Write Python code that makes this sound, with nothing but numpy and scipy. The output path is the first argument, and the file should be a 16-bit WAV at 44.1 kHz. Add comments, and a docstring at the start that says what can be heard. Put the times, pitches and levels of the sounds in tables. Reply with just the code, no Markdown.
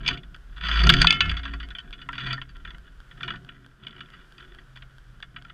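"""A sealed camera housing hangs on a fishing line under water and hears through its own plastic shell.
From the start broadband noise and low turbulent rumble underlie rubbing, which excites rig and shell
resonances, then line notes (wavering sines), knocks (impulses into damped modes) and faint timed ticks.
Near 0.9 s a strong low note, a surge of flow and the hardest knocks come together; from 1.07 s four blows
leave metal ringing. Afterwards lighter knocks, rubbing and weaker line notes continue to the end."""
import sys
import numpy as np
from scipy import signal
from scipy.fft import rfft, irfft
from scipy.io import wavfile
from scipy.ndimage import uniform_filter1d, minimum_filter1d

SR = 44100
rng = np.random.default_rng(int(sys.argv[2]) if len(sys.argv) > 2 else 0)


def pcm_store(signal):
    """Save signal as 16-bit PCM."""
    levels = np.round(np.clip(np.atleast_2d(signal), -1, 1) * 32767)
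    wavfile.write(sys.argv[1], SR, levels.astype(np.int16).T)


def ratio(d):
    """dB to gain"""
    e = np.asarray(d, float) / 20
    return 10 ** e


N = 243873

# Water through the shell and recorder hiss, relative density: (frequency [Hz], density [dB per Hz])
FLOOR_SPECTRUM = [(88, -25), (150, 2.5), (193, -12), (264, -12.5), (866, -22), (1140, -17), (1470, -7.5),
                  (2080, -22.5), (2630, -25), (3070, -19.5), (4280, -30), (4630, -27.5), (5850, -32.5),
                  (13000, -41), (15800, -58)]
# Flow past the housing, before a common trim: (time [s], level [dB])
FLOW_LEVEL = [(0.0, -49.5), (0.15, -39), (0.21, -48), (0.69, -48.5), (1.0, -22.5), (1.12, -43.5),
              (1.35, -34.5), (1.42, -46), (1.49, -43.5), (2.28, -44.5), (2.48, -47), (2.68, -46.5),
              (3.97, -57.5), (4.02, -55.5), (5.53, -53.5)]
# Relative density of the flow rumble: (frequency [Hz], density [dB per Hz])
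FLOW_SPECTRUM = [(15, -8.5), (24, -0.5), (31, 4.5), (44, 4.5), (62, -6), (100, -13.5), (200, -25.5),
                 (400, -34), (800, -69)]
# Bouts of tackle rattling and rubbing: (start [s], length [s], shell drive [dB], rig drive [dB])
RUB_BOUTS = [(0, 0.0062, -69, -43.5), (0.08, 0.02, -34.5, -59.5), (0.098, 0.021, -35.5, -35),
             (0.652, 0.078, -26.5, -46), (0.764, 0.082, -27, -50), (0.863, 0.018, -26.5, -24),
             (.92, .03, -25.5, -35), (.985, .04, -21, -40.5), (1.05, .01, -30, -37), (1.13, .035, -37, -41),
             (1.245, 0.077, -35, -42), (1.457, 0.088, -50, -46.5), (1.647, 0.053, -53.5, -54.5),
             (1.845, 0.028, -56, -53), (1.957, .04, -53, -61), (2.1, 0.15, -61.5, -52.5),
             (2.241, 0.093, -33, -43), (2.536, .06, -57.5, -64.5), (2.659, .07, -64.5, -51),
             (2.855, .03, -64, -61.5), (3.18, 0.012, -49.5, -58), (3.268, 0.082, -49.5, -43),
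             (3.49, 0.18, -67.5, -60), (3.848, 0.19, -53.5, -52.5), (4.133, 0.037, -50, -61),
             (4.207, 0.029, -56, -71), (4.4, 0.061, -56, -59), (4.525, 0.069, -60.5, -61),
             (5.151, .05, -70.5, -64.5), (5.355, .04, -73.5, -56.5), (5.461, 0.052, -64, -59.5)]
# Slow modes of the rig, mean levels: (frequency [Hz], bandwidth [Hz], level [dB])
RIG_MODES = [(133, 6.6, -0.5), (166.2, 6.3, -2.5), (207.2, 32, -4.5), (273.9, 2.1, -6), (369.5, 25, -8),
             (470, 29, -26), (708, 2.5, -16.5), (665.6, 6.7, -21)]
# Shell modes, undamped by contact: (frequency [Hz], relative level [dB], t60 [s])
SHELL_MODES = [(684, -18.5, 0.17), (695.7, -20.5, 0.62), (980.6, -9, 0.12), (1144, -10, 0.19),
               (1284, -5, 0.19), (1375.4, -4, 0.4), (1473, -1.5, 0.23), (1643, -1.5, 0.16),
               (1806, -2.5, 0.19), (1955, 0, .08), (2154, -19, 0.6), (2379, 0.5, 0.051), (2603, -12, 0.22),
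               (2660, -4, 0.048), (2928, -2.5, 0.16), (3103, -0.5, 0.086), (3320, -3, 0.047),
               (3296, -5.5, 0.078), (3432.5, 1, 0.11), (3980, -30, 0.027), (3870, -19.5, 0.14),
               (4130, -14, 0.048), (4537, -6, 0.11), (4646, -3, 0.058), (5150, -18.5, 0.11),
               (6040, -22, 0.081), (6350, -26, 0.098), (6490, -26.5, 0.1), (7640, -33.5, 0.04),
               (8400, -29.5, .04), (8630, -39, 0.0061)]
LOW_UNDER_HZ, HIGH_OVER_HZ = 2060, 4060   # the low and high groups of shell modes
# Notes of the line: (loudest time [s], mean frequency [Hz], rms level at the top [dB], swell [s], fade [s])
LINE_NOTES = [(.08, 133.6, -44, 0.052, 0.13), (.87, 54.5, -14, 0.31, .1), (.9, 162, -40, 0.054, .5),
              (.96, 56.4, -31, .1, .4), (1.06, 167.7, -27.5, .2, 0.071), (1.27, 164.3, -38, 0.12, 0.23),
              (1.29, 86.9, -30.5, .25, 0.2), (1.321, 56.4, -27, 0.19, 0.43), (1.55, 156.3, -50, .2, 0.14),
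              (1.56, 54.54, -35, 0.34, 0.38), (2.3, 129.7, -34.5, 0.26, 0.26),
              (3.301, 129.7, -52.5, 0.64, 0.55), (3.65, 124.9, -55.5, .4, .5),
              (4.78, 128.6, -51.5, 0.537, 0.7), (5.1, 122.6, -55.5, 0.31, 1)]
# Tackle knocks, before common trims and scatter:
# (time [s], blow level [dB], low modes re blow [dB], high modes re blow [dB], lasting ring re blow [dB])
SHELL_KNOCKS = [(0.0618, -31, -24, -21.5, 12), (0.0776, -16.5, -28, -7.5, 0.5),
                (0.0867, -10, -29, -15.5, -8.5), (0.1276, -36.5, -38, -16, 3.5),
                (0.174, -30.5, -12, -22, -8), (0.2328, -42, -2.5, -20, -11), (0.3447, -35, -6.5, -15, -17),
                (0.564, -40.5, 0.5, -20, -16), (0.6853, -26.5, 3, -11, -0.5), (0.7135, -16.5, -10, -23, -5),
                (0.8355, -20, 0, -2, -13.5), (0.8698, -12.5, -3, -7.5, -37), (0.8926, 11, -14, -23.5, -41),
                (0.8998, 6.5, -12.5, -9.5, -49), (0.9231, -9, -14, -19, -28),
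                (0.9381, -6.5, -9.5, -11.5, -11.5), (1.0156, 2.5, -15, -8, -23),
                (1.0445, -8, 2.5, -14, -20), (1.0702, 3.5, -36, -14.5, -40), (1.1051, -1, -42, -9.5, -32),
                (1.1261, -9.5, -31, -17, -17), (1.1424, -25, -26, -13.5, -3),
                (1.2061, -7.5, -14.5, -16, -1), (1.257, -26.5, -1, -9, -22), (1.294, -18, -17, -26, 0),
                (1.3129, -21, -1, -19, -14), (1.3674, -30, -8.5, -18.5, 0.5),
                (1.3923, -32, -2.5, -18, -10.5), (1.433, -35, -7, -16, -5), (1.4528, -28, -4.5, -19, -2.5),
                (1.5364, -31, 1, -15, -11), (1.6004, -37, -3, -18, -1.5), (1.6288, -36.5, -5, -16, -5),
                (1.705, -33, -3, -19.5, -13.5), (1.7505, -34.5, -7.5, -27, -3.5),
                (1.785, -33, -8, -21, -3.5), (1.928, -27, -12.5, -21.5, -7),
                (2.0158, -36, -7.5, -18.5, -8.5), (2.0893, -28, 9, -42, -21.5),
                (2.1298, -30.5, -6, -23, -6), (2.154, -32.5, -7, -22, -8), (2.1804, -22.5, -6.5, -15, -12),
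                (2.196, -22.5, -12, -30, -24), (2.3059, -29, -6.5, -22, -0.5), (2.3292, -20, -11, -13, -7),
                (2.378, -38, 6, -19, -15), (2.4155, -22.5, -9, -23, -21), (2.4913, -40, -10.5, -14, -12.5),
                (2.6503, -29.5, -7, -28.5, -10), (2.6741, -37.5, -2, -23, -8.5),
                (2.7053, -35, -8, -17.5, -15), (2.7455, -38.5, 0.5, -19.5, -17),
                (3.1118, -37.5, -1.5, -27, -15.5), (3.2073, -32.5, 0, -15, -16.5),
                (3.2311, -23.5, -11, -21, -4), (3.2787, -35.5, -8, -36, 6.5),
                (3.3044, -23.5, -5, -22, -12.5), (3.3363, -47, 11, -14, -4),
                (3.3575, -30.5, -18, -20, -24.5), (3.4896, -35, -3.5, -34, -11.5),
                (3.8356, -45, -13.5, -23, -7), (3.8677, -22.5, -18, -27, -18),
                (3.9075, -37.5, -16, -22.5, -24), (3.9634, -38.5, -9.5, -23, -19.5),
                (4.0062, -29, -5.5, -26, -14), (4.0587, -50, -5, -23, -17.5), (4.3809, -34, -7, -20.5, -21),
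                (4.4054, -36.5, -6.5, -19, -16.5), (4.586, -44.5, 1.5, -20.5, -12.5),
                (4.7576, -40.5, -5, -22, -13), (4.7715, -35, -7, -14.5, -19), (4.8223, -34, -4, -21, -25),
                (5.226, -29, -4, -15.5, -17), (5.3622, -31, -8, -30, -6), (5.449, -39, -1.5, -18, -24),
                (5.4987, -37, -2, -32, -18)]
# Modes of the electronic tick, before scatter: (frequency [Hz], level re tick [dB], t60 [s])
TICK_MODES = [(1573, -1.5, .02), (3230, -1, 0.007), (4440, -11.5, 0.0098)]
# Indices of the ticks that come one step late
LATE_TICKS = [7, 8, 11, 15, 20]
# Hard blows on a metal part of the tackle, before scatter: (time [s], level [dB])
METAL_BLOWS = [(1.0702, -21), (1.1051, -20), (1.1261, -23), (1.2063, -25)]
# Freely ringing metal modes: (frequency [Hz], level re blow [dB], t60 [s])
METAL_MODES = [(1367, 0, .45), (1745, -7, .25), (2155, -3, .4), (2601, -3, .28), (3021, -1, .25),
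               (3480, -4, .16)]


def rms_one(x):
    """Normalisation: scale to rms 1."""
    return x / np.sqrt(np.mean(x ** 2) + 1e-20)


def in_time(rows):
    """Linear interpolation: columns of a time table at every sample."""
    s, *columns = np.transpose(rows)
    return [np.interp(np.arange(N) / SR, s, c) for c in columns]


def drift(rate_hz):
    """Low-pass random process: white noise through two equal poles, rms 1."""
    step_rate = 200   # Hz
    steps = rng.standard_normal(int(N / SR * step_rate) + 400)
    pole = np.exp(-2 * np.pi * rate_hz / step_rate)
    settled = signal.lfilter([1], [1, -2 * pole, pole * pole], steps)[300:]
    slow = rms_one(settled)
    return np.interp(np.arange(N) / SR * step_rate, np.arange(len(slow)), slow)


def coloured_noise(points):
    """Spectral shaping: white noise weighted along log frequency, rms 1."""
    hz, db = np.transpose(points)
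    bins_hz = np.arange(N // 2 + 1) * SR / N + 1   # the 1 keeps the logarithm finite
    gain = ratio(np.interp(np.log(bins_hz), np.log(hz), db))
    return rms_one(irfft(rfft(rng.standard_normal(N)) * gain, N))


def ring(force, hz, t60):
    """Damped resonator: a unit click starts a decaying sine of initial height 1."""
    r, w = ratio(-60 / (t60 * SR)), 2 * np.pi * hz / SR
    return signal.lfilter([0, np.sin(w)], [1, -2 * r * np.cos(w), r * r], force + 1e-18)


def band_pass(x, order, low_hz, high_hz):
    """Band limitation: a Butterworth filter passes the range between two corners."""
    return signal.sosfilt(signal.butter(order, [low_hz, high_hz], "band", fs=SR, output="sos"), x)


def muffled(x):
    """Wall transmission: the stiff thick wall passes little outside the range of its modes."""
    return band_pass(x, 4, 620.0, 9150.0)


def snap(contact):
    """Direct contact radiation: the bare contact also reaches the microphone, thin and bright."""
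    return band_pass(contact, 2, 7200.0, 12400.0)


def thud(contact):
    """Bulk compliance: the whole housing gives way a little, a short dull push."""
    return band_pass(contact, 2, 260.0, 602.0)


def struck(s, db, modes, spread_db):
    """Modal superposition: each blow excites every mode with a random strength of its own."""
    at = np.round(s * SR).astype(int)
    chance = rng.standard_normal((len(s), len(modes)))
    out = np.zeros(N)
    for k, (hz, level_db, t60) in enumerate(modes):
        strength = ratio(db + level_db + spread_db * chance[:, k])
        out += ring(np.bincount(at, strength, N), hz, t60)
    return out


def background():
    """Stationary broadband noise: water through the shell and recorder hiss, with a slow level drift."""
    return ratio(-59.5 + 1.0 * drift(1.0)) * coloured_noise(FLOOR_SPECTRUM)


def flow():
    """Turbulent pressure fluctuation: lumpy low rumble of eddies on the housing."""
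    level_db, = in_time(FLOW_LEVEL)
    trim_db, lump_db = 2.0, 2.0
    return ratio(level_db + trim_db + lump_db * drift(3.3)) * coloured_noise(FLOW_SPECTRUM)


def bouts(level_db, rise_db_per_s, fall_db_per_s, rest_db):
    """Exponential envelopes: each bout rises, holds and falls; gains add to a resting gain, given out in dB."""
    t = np.arange(0, N + 40, 40) / SR   # every 40 samples is enough
    gain = ratio(rest_db)
    for (start, length, *_), db in zip(RUB_BOUTS, level_db):
        before = np.maximum(start - t, 0)
        after = np.maximum(t - start - length, 0)
        gain = gain + ratio(db - rise_db_per_s * before - fall_db_per_s * after)
    return np.interp(np.arange(N) / SR, t, 20 * np.log10(gain))


def rig():
    """Narrow-band random vibration: rubbing shakes a few low modes, each swelling in its own time."""
    rig_db = bouts(np.transpose(RUB_BOUTS)[3], rise_db_per_s=251, fall_db_per_s=137, rest_db=-76)
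    out = 0
    for hz, width_hz, level_db in RIG_MODES:
        t60 = np.log(1000) / (np.pi * width_hz)   # decay time from bandwidth
        shaken = ring(rng.standard_normal(N), hz, t60)
        out = out + rms_one(shaken) * ratio(level_db + 2.5 * drift(1.2))
    return ratio(rig_db) * rms_one(out)


def rattle():
    """Random impulse excitation: dense tiny contacts ring the shell, whose modes the touch damps."""
    shell_db = bouts(np.transpose(RUB_BOUTS)[2], rise_db_per_s=294.5, fall_db_per_s=396.5, rest_db=-72)
    densest_per_s, damping = 1200.0, 0.3   # damping multiplies t60
    uneven_db, clump_db, low_db, snap_db = 4.5, 2.0, -4.0, -9.0
    crowd, brighten, snap_growth = 0.3, 0.32, 1.7   # exponents
    below_max_db = shell_db - shell_db.max()

    # light rattling breaks up into separate ticks
    crowding = ratio(crowd * below_max_db)
    sizes = ratio(uneven_db * np.minimum(rng.exponential(1, N), 4)) * rng.choice([-1, 1], N)
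    happens = rng.random(N) < densest_per_s * crowding / SR
    touches = sizes * happens / np.sqrt(crowding)
    # three places of contact favour different modes
    place = rng.integers(0, 3, N)
    favour = ratio(0.22 * rng.standard_normal((len(SHELL_MODES), 3)))   # spread in dB

    # the middle modes together set the level
    force = touches * ratio(clump_db * drift(40.0))
    middle = sum(ring(force, hz, damping * t60) * ratio(db) for hz, db, t60 in SHELL_MODES[4:20])
    force = force * ratio(shell_db) / np.sqrt(np.mean(middle ** 2))

    # harder rattling shifts from the low to the high modes
    hard = ratio(brighten * below_max_db)
    # the tackle shifts about on the shell
    shifts = [ratio(2.26 * drift(7.9)) for _ in range(10)]
    out = 0
    for k, (hz, db, t60) in enumerate(SHELL_MODES):
        if hz > HIGH_OVER_HZ:
            tilt = hard
        elif hz < LOW_UNDER_HZ:
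            tilt = ratio(low_db) / np.sqrt(hard)
        else:
            tilt = 1
        drive = force * favour[k][place] * shifts[k % len(shifts)] * tilt
        out = out + ring(drive, hz, damping * t60) * ratio(db) * (-1) ** k   # alternate polarity
    return muffled(out) + snap(force * hard ** snap_growth * ratio(snap_db))


def strum(top_s, hz, db, swell_s, fade_s):
    """Transverse string vibration: the taut line swings as a near sine that wavers, swells and fades."""
    span_db = 30        # fall at one swell time before the top or one fade time after it
    swell_power = 1.2   # above 1 the swell rounds off towards its top
    waver = 0.0065      # rms fraction of the frequency
    t = np.arange(N) / SR - top_s
    heard = (t > -2 * swell_s) & (t < 2 * fade_s)
    before = np.maximum(-t[heard], 0) / swell_s
    after = np.maximum(t[heard], 0) / fade_s
    under_db = span_db * (before ** swell_power + after)
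    phase = 2 * np.pi * np.cumsum(hz * (1 + waver * drift(6.7)[heard])) / SR
    out = np.zeros(N)
    out[heard] = np.sqrt(2) * ratio(db - under_db) * np.sin(phase)
    return out


def knocks():
    """Impact excitation: clicks and scuffs ring modes briefly while the tackle touches; another ring lasts."""
    coupling_db, low_db, high_db, spread_db = -7.5, 3.5, 13.5, 3.5
    held, lasting = 0.14, 0.33   # factors on the shell t60
    scuff, scuff_ms = 0.19, 2.3
    rebound, rebounds_per_ms, rebound_ms = 0.8, 0.28, 6.7
    chatter, chatter_ms, clear_db = 2.16, 11.4, -18.5
    snap_power, snap_db, thud_db = 3.4, -19.5, -8.0
    s, blow_db, low, high, lasting_db = np.transpose(SHELL_KNOCKS)
    ms = np.arange(1300) / SR * 1000

    # one row of chance per knock: contact noise, then mode strengths of the brief and the lasting ring
    chance = rng.standard_normal((len(s), len(ms) + 2 * len(SHELL_MODES)))
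    noise, brief_chance, lasting_chance = np.split(chance, [len(ms), len(ms) + len(SHELL_MODES)], axis=1)

    # a unit click with a scuff behind it
    phase = ms / scuff_ms
    contact = scuff * noise * np.exp(-phase) * (1 - np.exp(-6.0 * phase))
    contact[:, 0] += 1
    # a few uneven rebounds follow within some milliseconds
    rebounds = rng.random(noise.shape) < rebounds_per_ms * 1000 / SR
    contact += rebounds * noise * rebound * np.exp(-ms / rebound_ms)
    contact /= np.sqrt(np.sum(contact ** 2, axis=1, keepdims=True))

    # a light knock keeps chattering, so its lasting ring is rough; a hard one springs clear
    grit = noise[:, ::-1] ** 3 * np.exp(-ms / chatter_ms)
    grit /= np.sqrt(np.sum(grit ** 2, axis=1, keepdims=True))
    rough = contact + grit * chatter / (1 + ratio(blow_db[:, None] - clear_db))

    starts = np.round(s * SR).astype(int)[:, None]
    at = np.minimum(starts + np.arange(len(ms)), N - 1).ravel()

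    def placed(db, push):
        """Superposition: sum the contact forces at their times."""
        return np.bincount(at, (ratio(db)[:, None] * push).ravel(), N)

    out = np.zeros(N)
    for k, (hz, level_db, t60) in enumerate(SHELL_MODES):
        if hz < LOW_UNDER_HZ:
            group_db = low + low_db
        elif hz > HIGH_OVER_HZ:
            group_db = high + high_db
        else:
            group_db = 0
        mode_db = blow_db + group_db + level_db + coupling_db
        brief_db = mode_db + spread_db * brief_chance[:, k]
        long_db = mode_db + lasting_db + spread_db * lasting_chance[:, k]
        brief_ring = ring(placed(brief_db, contact), hz, held * t60)
        long_ring = ring(placed(long_db, rough), hz, lasting * t60)
        out += (brief_ring + long_ring) * (-1) ** k   # alternate polarity

    # harder knocks snap more than in proportion
    bare = placed(snap_power * blow_db + high + snap_db, contact)
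    shove = placed(blow_db + low + thud_db, rough)
    return muffled(out) + snap(bare) + thud(shove)


def ticks():
    """Periodic impulse excitation: the camera's electronics tick on a timer, three dulled rings and a snap."""
    first_s, every_s, late_s = 0.1433, 0.22, 0.005
    s = np.arange(first_s, N / SR - late_s, every_s)
    s[LATE_TICKS] += late_s
    dull = signal.butter(2, 5200.0, fs=SR, output="sos")   # low-pass, Hz
    rings = signal.sosfilt(dull, struck(s, -41, TICK_MODES, spread_db=2.0))
    snap_gain = ratio(-46.5 + 2.5 * rng.standard_normal(len(s)))
    clicks = np.bincount(np.round(s * SR).astype(int), snap_gain, N)
    return rings + snap(clicks)


def metal():
    """Free modal decay: hard blows leave a metal part of the tackle ringing, heard through the wall."""
    return muffled(struck(*np.transpose(METAL_BLOWS), METAL_MODES, spread_db=3.5))


def scene():
    """Linear superposition: all sources sum at one microphone inside the shell."""
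    line = sum(strum(*note) for note in LINE_NOTES)
    ringing_metal = metal()
    floor = background()
    mix = knocks() + ringing_metal + rattle() + rig() + line + flow() + floor + ticks()
    return mix[None]


def top_cut(x):
    """Nothing passes above the cut-off."""
    return signal.sosfilt(signal.butter(12, 16180, fs=SR, output="sos"), x)


def record(dry):
    """Peak limitation: a fast smoothed gain holds the hardest knocks down near the ceiling."""
    ceiling, limit_ms = 0.99, 1.5
    span = int(limit_ms * SR / 1000)
    room = minimum_filter1d(ceiling / np.maximum(np.abs(dry), ceiling), size=span)
    finished = dry * uniform_filter1d(room, size=span)
    return top_cut(finished)


dry = scene()
out = record(dry)
pcm_store(out)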